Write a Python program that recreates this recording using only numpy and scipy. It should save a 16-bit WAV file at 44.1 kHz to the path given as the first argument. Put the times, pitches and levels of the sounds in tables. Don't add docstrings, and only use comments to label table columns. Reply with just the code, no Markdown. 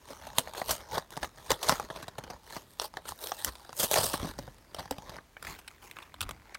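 import sys
import numpy as np
from scipy import signal
from scipy.fft import rfft, irfft
from scipy.io import wavfile
from scipy.ndimage import uniform_filter1d

SR = 44100
rng = np.random.default_rng(int(sys.argv[2]) if len(sys.argv) > 2 else 0)


def pcm_store(signal):
    levels = np.round(np.clip(np.atleast_2d(signal), -1, 1) * 32767)
    wavfile.write(sys.argv[1], SR, levels.astype(np.int16).T)


N = 290178
TOY_FROM_S = 5.3
SHEET_HZ, RASP_HZ, FIZZ_HZ, CUTOFF_HZ = 330, 2300, 7000, 16000


def from_db(db):
    return 10 ** (np.asarray(db) / 20)


def unit_rms(x):
    return x / np.sqrt(np.mean(x ** 2) + 1e-20)


def db_at(spectrum, hz):
    points_hz, points_db = np.array(spectrum).T
    return np.interp(np.log(hz), np.log(points_hz), points_db)


def band(x, low_hz, high_hz, order=2):
    sos = signal.butter(order, [low_hz, min(high_hz, SR / 2.1)], "band", fs=SR, output="sos")
    return signal.sosfilt(sos, x + 1e-18)


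def drift(corner_hz):
    step, settle = 40, 2000
    pole = np.exp(-2 * np.pi * corner_hz * step / SR)
    noise = rng.standard_normal(N // step + settle + 2)
    slow = signal.lfilter([1], [1, -2 * pole, pole * pole], noise)[settle:]
    return np.interp(np.arange(N) / step, np.arange(len(slow)), unit_rms(slow))


def ring(push, hz, t60_s):
    pole, angle = from_db(-60 / (t60_s * SR)), 2 * np.pi * hz / SR
    return signal.lfilter([0, np.sin(angle)], [1, -2 * pole * np.cos(angle), pole * pole], push + 1e-18)


def flatten(x, samples):
    power = uniform_filter1d(uniform_filter1d(x ** 2, samples), samples // 2)
    return x / np.sqrt(np.maximum(power, 1e-6 * np.mean(x ** 2)))


# f/Hz, level/dB
AIR_SPECTRUM = [(18, -38), (30, -2), (702, -6), (937, -6.5), (2480, -13.5), (8980, -21), (16000, -24)]


def room_air(rms_db=-64):
    hz = np.maximum(np.arange(N // 2 + 1) * SR / N, 1)
    spectrum = rfft(rng.standard_normal(N)) * from_db(db_at(AIR_SPECTRUM, hz))
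    return from_db(rms_db) * unit_rms(irfft(spectrum, N))


# t/s, f/Hz, level/dB, t60/s
THUDS = [(3.108, 69.5, -39, 0.058), (3.475, 61, -35, 0.19), (3.98, 99.6, -32, 0.16), (4.912, 280, -33, 0.1),
         (4.913, 523, -23.5, 0.024), (6.212, 91.3, -35, 0.2), (6.247, 44, -34, 0.19),
         (6.313, 107, -42, 0.071)]


def blanket_thuds():
    out = np.zeros(N)
    for start_s, hz, db, t60_s in THUDS:
        push = from_db(db) * signal.unit_impulse(N, round(start_s * SR))
        out += band(ring(push, hz, t60_s), hz / 2, hz * 2)
    return out


# f/Hz, level/dB
SHUFFLE_SPECTRUM = [(13, -36), (22, 2.5), (54, 5.5), (162, -6), (193, -6), (325, -9), (427, -1), (500, -1),
                    (650, -31), (1100, -120)]


def blanket_shuffle():
    out, edges_hz = 0, np.geomspace(36, SHEET_HZ, 7)
    for low, high in zip(edges_hz, edges_hz[1:]):
        db = db_at(SHUFFLE_SPECTRUM, np.sqrt(low * high)) + 0.67 * drift(14)
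        out += from_db(db) * band(rng.standard_normal(N), low, high)
    return flatten(out, samples=2200)


def stick_slip(force_db, peak_per_s=2600, crowding=0.65, clump_db=4.5, spread_db=5.5):
    per_s = peak_per_s * from_db(crowding * force_db + clump_db * drift(110))
    slipping = rng.random(N) < per_s / SR
    sizes = from_db(spread_db * np.minimum(rng.exponential(1, N), 3))
    return flatten(slipping * sizes, samples=2600)


# f/Hz, width/Hz, relative level/dB
WHISTLES = [(12400, 1000, -3), (15200, 800, -5)]


def fingertip_whistles(slips, centre_s=3.25, half_length_s=0.12):
    slide = np.exp(-((np.arange(N) / SR - centre_s) / half_length_s) ** 2)
    push = (slips + 1) * rng.standard_normal(N)
    return slide * sum(from_db(db) * unit_rms(band(push, hz - width / 2, hz + width / 2))
                       for hz, width, db in WHISTLES)


# f/Hz, level/dB
PACK_SPECTRUM = [(150, -41), (250, -10.5), (501, -5), (640, -2.5), (698, -12.5), (860, -1.5), (1400, -10),
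                 (1850, -10), (2440, -20.5), (3650, -11.5), (5440, -16), (7570, -17), (8550, -8.5),
                 (10100, -15.5), (12400, -11.5), (14700, -19), (16000, -16)]
TOY_SPECTRUM = [(150, -36), (250, 7), (393, -2), (476, -12.5), (875, -2.5), (1530, -6), (2050, -3.5),
                (3460, -14), (16000, -17.5)]
CAVITY_HZ = 714


def rustle(slips, low_hz, high_hz, wander_db, sliding_db, bands=10, hollow_db_per_oct=0):
    out, edges_hz = 0, np.geomspace(low_hz, high_hz, bands + 1)
    on_toy = np.arange(N) / SR > TOY_FROM_S
    for low, high in zip(edges_hz, edges_hz[1:]):
        hz = np.sqrt(low * high)
        db = np.where(on_toy, db_at(TOY_SPECTRUM, hz), db_at(PACK_SPECTRUM, hz))
        db -= hollow_db_per_oct * abs(np.log2(hz / CAVITY_HZ))
        push = (slips + from_db(sliding_db)) * rng.standard_normal(N)
        out += from_db(db + wander_db * drift(8.9)) * band(push, low, high)
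    return flatten(out, samples=1500)


# peak t/s, rise/s, fall/s, level/dB, brightness/dB, shuffle/dB
STROKES = [(.1, 0.11, 0.27, -54, -0.5, -59), (0.251, 0.085, 0.26, -52.5, -4, -51),
           (.378, 0.025, 0.065, -40.5, 2, -48), (.488, 0.1, 0.072, -52, -2.5, -52),
           (.581, 0.042, 0.075, -40.5, -0.5, -54), (0.711, 0.061, 0.069, -33, 3.5, -40),
           (.8, 0.037, .12, -53.5, -4, -52), (.95, 0.063, 0.075, -38.5, -3.5, -41),
           (1.125, 0.023, 0.12, -51.5, -0.5, -55), (1.24, 0.05, 0.06, -46.5, -1, -42),
           (1.391, 0.078, 0.12, -55.5, -1.5, -54.5), (1.47, .06, 0.072, -52, 1, -61),
           (1.509, 0.022, 0.059, -34, -1, -36.5), (1.644, 0.06, 0.084, -40.5, -0.5, -56),
           (1.694, 0.048, 0.095, -32, -0.5, -40), (1.84, .15, 0.063, -52, -3, -47),
           (1.972, 0.13, 0.15, -51, -4, -51.5), (2.341, 0.34, 0.058, -57.5, -7, -50),
           (2.545, 0.12, .11, -47, 0, -55), (2.72, .08, 0.092, -62.5, 6.5, -78),
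           (2.814, 0.023, 0.057, -47, 2.5, -52.5), (2.855, 0.061, 0.025, -40.5, 1.5, -63),
           (2.955, 0.036, 0.12, -60.5, -3, -52.5), (3.09, 0.046, 0.058, -44, 4, -52),
           (3.239, 0.072, 0.2, -43, 3, -59), (3.392, 0.033, 0.2, -46.5, 4, -67.5),
           (3.482, 0.045, 0.029, -40, -0.5, -39.5), (3.65, 0.41, .3, -59, -1, -66),
           (3.8, 0.042, 0.095, -34.5, 7.5, -60), (3.84, 0.043, 0.053, -35, 6, -45),
           (3.924, 0.038, 0.19, -33.5, 5.5, -58), (3.976, 0.084, 0.21, -33, 2, -40.5),
           (4.055, 0.12, 0.085, -36.5, 8.5, -42), (4.14, .03, 0.052, -36.5, 2.5, -51),
           (4.204, 0.067, 0.17, -48.5, -3.5, -40), (4.295, 0.18, 0.051, -46.5, 0, -42),
           (4.393, 0.057, 0.19, -56, -0.5, -44.5), (4.58, 0.46, 0.2, -68, 2, -63),
           (4.801, 0.089, 0.08, -49, -3, -47), (4.916, 0.011, 0.042, -54.5, -1, -43),
           (5.155, 0.51, 0.071, -55.5, -5, -52), (5.496, 0.099, 0.12, -46.5, 0, -46),
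           (5.691, 0.083, .15, -60, -1.5, -69), (5.84, 0.053, 0.15, -54.5, 1, -60),
           (6, 0.096, 0.15, -57, -3.5, -73), (6.26, 0.16, 0.24, -61.5, -5.5, -47),
           (6.545, 0.2, 0.045, -61.5, -6, -73)]


def stroke_levels(depth_db=20, rounding=1.14, rest_shuffle_db=-63, rest_grip_db=-76.5):
    t = np.arange(0, N, 20) / SR
    power = from_db([[rest_shuffle_db]] + [[rest_grip_db]] * 3) ** 2
    for peak_s, rise_s, fall_s, db, bright_db, shuffle_db in STROKES:
        distance = np.maximum((peak_s - t) / rise_s, (t - peak_s) / fall_s)
        swell_db = -depth_db * np.minimum(distance, 10) ** rounding
        peaks_db = [[shuffle_db], [db - bright_db], [db], [db + bright_db]]
        power = power + from_db(swell_db + peaks_db) ** 2
    return [np.interp(np.arange(N) / SR, t, 10 * np.log10(layer)) for layer in power]


def rubbing():
    shuffle_db, sheet_db, rasp_db, fizz_db = stroke_levels()
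    force_db = rasp_db - rasp_db.max()
    slips = stick_slip(force_db)
    hollow = 1.1 * from_db(0.72 * force_db)
    sheet = rustle(slips, SHEET_HZ, RASP_HZ, wander_db=3.5, sliding_db=-6.5, bands=11,
                   hollow_db_per_oct=hollow)
    rasp = rustle(slips, RASP_HZ, FIZZ_HZ, wander_db=4, sliding_db=-3)
    fizz = rustle(slips, FIZZ_HZ, CUTOFF_HZ, wander_db=2, sliding_db=-3)
    return (from_db(shuffle_db - 2) * blanket_shuffle()
            + from_db(sheet_db + 1.68) * sheet
            + from_db(rasp_db - 2) * rasp
            + from_db(fizz_db - 5.5) * fizz
            + from_db(fizz_db - 6) * fingertip_whistles(slips))


def struck(push, modes, tuning):
    return sum(from_db(db + rng.normal(0, 2)) * ring(push, f * tuning * np.exp(rng.normal(0, .03)), t60_s)
               for f, db, t60_s in modes)


def crack(push, pitch_hz, low_hz, high_hz, t60_s, focus_db_per_oct, tilt_db_per_oct=0, count=12):
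    positions = (np.arange(count) + rng.uniform(.2, .8, count)) / count
    modes_hz = low_hz * (high_hz / low_hz) ** positions
    octaves = np.log2(modes_hz / pitch_hz)
    levels_db = rng.normal(0, 4.4, count) - focus_db_per_oct * np.abs(octaves) + tilt_db_per_oct * octaves
    rings = sum(from_db(db) * rng.choice([-1, 1]) * ring(push, hz, t60_s)
                for hz, db in zip(modes_hz, levels_db))
    return band(rings, low_hz, high_hz, order=3)


# f/Hz before tuning, level/dB, t60/s
FLEX_MODES = [(140.4, 2, 0.011), (179, -1.5, 0.03), (274.4, -8.5, 0.045)]
HIT_SAMPLES, RMS_SAMPLES = 3528, 441


def hits(events, modes, body_top_hz, crack_tilt_db_per_oct, crack_t60_s, crack_jolt, body_jolt,
         direct_gain, tail_db, tail_s, trims_db):
    out, t = np.zeros(N + HIT_SAMPLES), np.arange(HIT_SAMPLES) / SR
    impulse = signal.unit_impulse(HIT_SAMPLES)
    for start_s, run_s, body_hz, crack_hz, flex_db, body_db, crack_db in events:
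        envelope = np.exp(-(t / (1.83 * run_s)) ** 2) + from_db(tail_db) * np.exp(-t / tail_s)
        slips = envelope * rng.choice([-1, 1], HIT_SAMPLES) * (rng.random(HIT_SAMPLES) < .3)
        crack_push = slips + crack_jolt * impulse
        body_push = slips + body_jolt * impulse
        flex = band(struck(body_push, FLEX_MODES, tuning=0.92), 88, 380)
        body = band(struck(body_push, modes, body_hz) + direct_gain * body_push, 439, body_top_hz, order=3)
        click = crack(crack_push, crack_hz, RASP_HZ, FIZZ_HZ, crack_t60_s, focus_db_per_oct=10,
                      tilt_db_per_oct=crack_tilt_db_per_oct)
        fizz = crack(crack_push, crack_hz, FIZZ_HZ, CUTOFF_HZ, crack_t60_s, focus_db_per_oct=6)
        fizz_db = crack_db - 4.5 + 12 * np.log2(crack_hz / 5500)
        levels_db = np.add((flex_db, body_db, crack_db, fizz_db), trims_db)
        at = round(start_s * SR)
        for part, db in zip((flex, body, click, fizz), levels_db):
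            out[at:at + HIT_SAMPLES] += from_db(db) * part * np.sqrt(RMS_SAMPLES / np.sum(part ** 2))
    return out[:N]


# f/body pitch, level/dB, t60/s
TOY_MODES = [(.55, -21, 0.009), (.78, -14, 0.0091), (1, 25, 0.0099), (1.3, 9, 0.018), (1.7, 3, 0.017),
             (2.1, -1, 0.014)]
# t/s, nominal contact/s, body f/Hz, click f/Hz, body/dB, click/dB
KNOCKS = [(5.3675, 0.00092, 1780, 2810, -45.5, -77), (5.4262, 0.0015, 1340, 6500, -45, -50),
          (5.449, .0023, 1750, 4700, -45, -51), (5.4692, 0.0032, 2010, 5500, -42, -51),
          (5.589, 0.0058, 1070, 5130, -55, -52), (5.6775, 0.0037, 1580, 4220, -52.5, -44),
          (5.9121, 0.0011, 2200, 4070, -48.5, -47), (5.9672, 0.0011, 1250, 2800, -46.5, -51),
          (5.987, 0.00057, 1180, 2980, -50, -46.5), (6.0255, .0043, 1100, 2800, -55, -49),
          (6.1415, 0.0018, 1110, 3560, -48.5, -50.5), (6.2071, 0.0025, 1380, 4280, -43, -34),
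          (6.214, 0.0013, 1440, 6000, -41, -37.5), (6.2264, .006, 1270, 4000, -43, -39),
          (6.2913, 0.0012, 1110, 5140, -40.5, -45.5), (6.3098, 0.0015, 1090, 4970, -44, -44),
          (6.5461, 0.003, 2280, 4000, -45, -44), (6.5517, 0.0051, 1530, 3200, -43, -59)]


def toy_knocks():
    knocks = [(*contact, body_db - 17, body_db, click_db) for *contact, body_db, click_db in KNOCKS]
    return hits(knocks, TOY_MODES, body_top_hz=3240, crack_tilt_db_per_oct=-11.5, crack_t60_s=0.0045,
                crack_jolt=5.0, body_jolt=3.1, direct_gain=1.4, tail_db=-6.5, tail_s=0.0061,
                trims_db=(-4.0, 1.2, -0.8, 3.5))


def creases(per_s=1.7, give_s=0.0017, sheet_hz=940, crack_hz=4440, spread_db=4):
    pulls = [stroke[:3] for stroke in STROKES if stroke[0] < TOY_FROM_S]
    rows = []
    for which, when, pitch, size in rng.random((round(per_s * TOY_FROM_S), 4)):
        peak_s, rise_s, fall_s = pulls[int(which * len(pulls))]
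        start_s = max(peak_s + .5 * (when * (rise_s + fall_s) - rise_s), 0)
        detune = 2 ** (pitch - .5)
        db = spread_db * (2 * size - 1)
        rows.append((start_s, give_s, sheet_hz * detune, crack_hz * detune, db - 59, db - 47.5, db - 55))
    return rows


# f/sheet pitch, level/dB, t60/s
BLISTER_MODES = [(.56, -41, .018), (.77, -25, .014), (1, 4, 0.02), (1.35, 5.5, 0.0087), (1.8, 10, 0.0014),
                 (2.4, 0, 0.0043)]
# t/s, nominal give/s, sheet f/Hz, crack f/Hz, flex/dB, sheet/dB, crack/dB
SNAPS = [(0.104, 0.011, 650, 5600, -46, -42, -51), (0.2685, .0058, 775, 6500, -63, -42.5, -52.5),
         (0.3833, 0.00098, 690, 4030, -36, -27, -24.5), (.3842, 0.0012, 1010, 8800, -40, -34, -28.5),
         (.3925, 0.0016, 680, 8400, -41, -37.5, -39), (0.474, 0.0015, 790, 4600, -59, -39.5, -58),
         (0.5357, 0.0021, 920, 5400, -58, -43.5, -48), (0.549, .0017, 1210, 4300, -54, -42.5, -53),
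         (.6163, 0.002, 790, 5440, -42.5, -30, -49), (0.6923, 0.0064, 890, 5630, -54, -32, -34),
         (0.709, 0.0038, 940, 8150, -44.5, -36, -33), (0.9725, 0.0042, 487, 4400, -47, -31.5, -46),
         (0.9802, 0.0032, 640, 4630, -38.5, -27.5, -36), (1.1055, .001, 1100, 7450, -60, -55, -54.5),
         (1.1677, 0.0025, 726, 4360, -44, -41, -44.5), (1.1745, 0.0011, 870, 6040, -42, -35.5, -46.5),
         (1.2298, 0.0037, 737, 4740, -49, -31.5, -38), (1.2447, 0.0028, 830, 4800, -65, -36.5, -45),
         (1.5046, 0.0022, 595, 4900, -45, -24, -28.5), (1.5161, 0.002, 684, 6000, -34, -26.5, -28),
         (1.6295, 0.0029, 760, 5450, -70, -36.5, -33.5), (1.687, 0.0024, 1050, 5000, -57, -46, -27.5),
         (1.6947, .00013, 1076, 5260, -30, -18.5, -25.5), (1.7225, 0.0041, 835, 4200, -30.5, -26, -41),
         (1.798, 0.0011, 880, 6200, -48, -30.5, -45.5), (1.9013, 0.0064, 673, 3840, -42, -35.5, -45.5),
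         (1.961, 0.0024, 640, 4260, -45, -44, -46), (2.0268, 0.0055, 1190, 5100, -45, -42.5, -46),
         (2.081, 0.0033, 685, 4700, -45, -39.5, -43.5), (2.1826, .0048, 590, 5500, -39, -36.5, -45),
         (2.2377, 0.0029, 990, 4200, -46, -47, -48), (2.3011, 0.0061, 760, 4270, -47.5, -38.5, -45),
         (2.565, 0.0057, 800, 4600, -40.5, -37.5, -44.5), (2.7979, 0.00068, 920, 3870, -77, -35, -30.5),
         (2.816, 0.0046, 610, 5600, -72, -36.5, -39.5), (2.9391, 0.00076, 930, 4600, -71, -46, -56),
         (2.9704, 0.0012, 750, 3660, -78.5, -34.5, -42.5), (3.0539, 0.0027, 1090, 4200, -72, -45.5, -54),
         (3.0887, 0.0028, 910, 8500, -68, -42.5, -43.5), (3.1206, 0.0014, 830, 4030, -51.5, -38.5, -48.5),
         (3.271, 0.0007, 1010, 5300, -70, -49.5, -40.5), (3.294, .0008, 1100, 8000, -70, -56, -52),
         (3.3187, 0.0015, 850, 2640, -56, -30.5, -38), (3.447, 0.00038, 1930, 8400, -62, -36.5, -31),
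         (3.5542, 0.00065, 1020, 4200, -70, -53, -50.5), (3.7974, 0.011, 690, 7450, -41, -35, -30.5),
         (3.8304, .01, 630, 7900, -36, -30, -29), (3.9133, 0.0003, 626, 7460, -44, -28.5, -32.5),
         (3.9334, .0016, 890, 10000, -56, -35, -42), (3.9405, 0.0015, 830, 5900, -56, -29.5, -27),
         (3.9571, 0.0075, 686, 4830, -60, -24, -30.5), (3.973, 0.0049, 626, 4730, -52, -23.5, -31.5),
         (3.9857, 0.0054, 800, 5960, -39, -28, -32), (4.0408, 0.003, 520, 6600, -44, -34.5, -32),
         (4.133, 0.0052, 764, 6270, -47, -37, -37), (4.1395, 0.0025, 870, 4700, -32, -29.5, -48),
         (4.2289, 0.0025, 680, 3800, -30.5, -43.5, -46), (4.2463, .004, 376, 4400, -33, -37, -48),
         (4.388, 0.0028, 590, 5000, -38.5, -37.5, -43.5), (4.4775, 0.0022, 560, 4500, -42, -44.5, -62),
         (4.7463, 0.0014, 920, 5030, -65, -41.5, -42), (4.7856, .0067, 744, 3370, -45, -39.5, -43.5),
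         (4.7943, 0.00083, 940, 4750, -51, -39, -44.5), (4.8564, 0.0025, 835, 4400, -50, -46.5, -55.5),
         (4.9098, 0.0012, 580, 6600, -55, -33, -37.5), (4.9829, 0.0011, 855, 4300, -42, -45, -47.5),
         (5.0945, 0.0026, 865, 4260, -45, -47, -46.5), (5.1857, .0014, 1230, 3000, -52, -42.5, -78.5)]


def blister_snaps():
    return hits(SNAPS + creases(), BLISTER_MODES, body_top_hz=2290, crack_tilt_db_per_oct=-1.5,
                crack_t60_s=0.0041, crack_jolt=4.4, body_jolt=4.6, direct_gain=3.6, tail_db=-13.5,
                tail_s=0.012, trims_db=(-2.25, -0.099, -0.82, -0.068))


def scene():
    return (rubbing() + blanket_thuds() + room_air() + toy_knocks() + blister_snaps())[None]


def record(dry):
    return signal.sosfilt(signal.ellip(10, .2, 70, CUTOFF_HZ, fs=SR, output="sos"), dry)


dry = scene()
out = record(dry)
pcm_store(out)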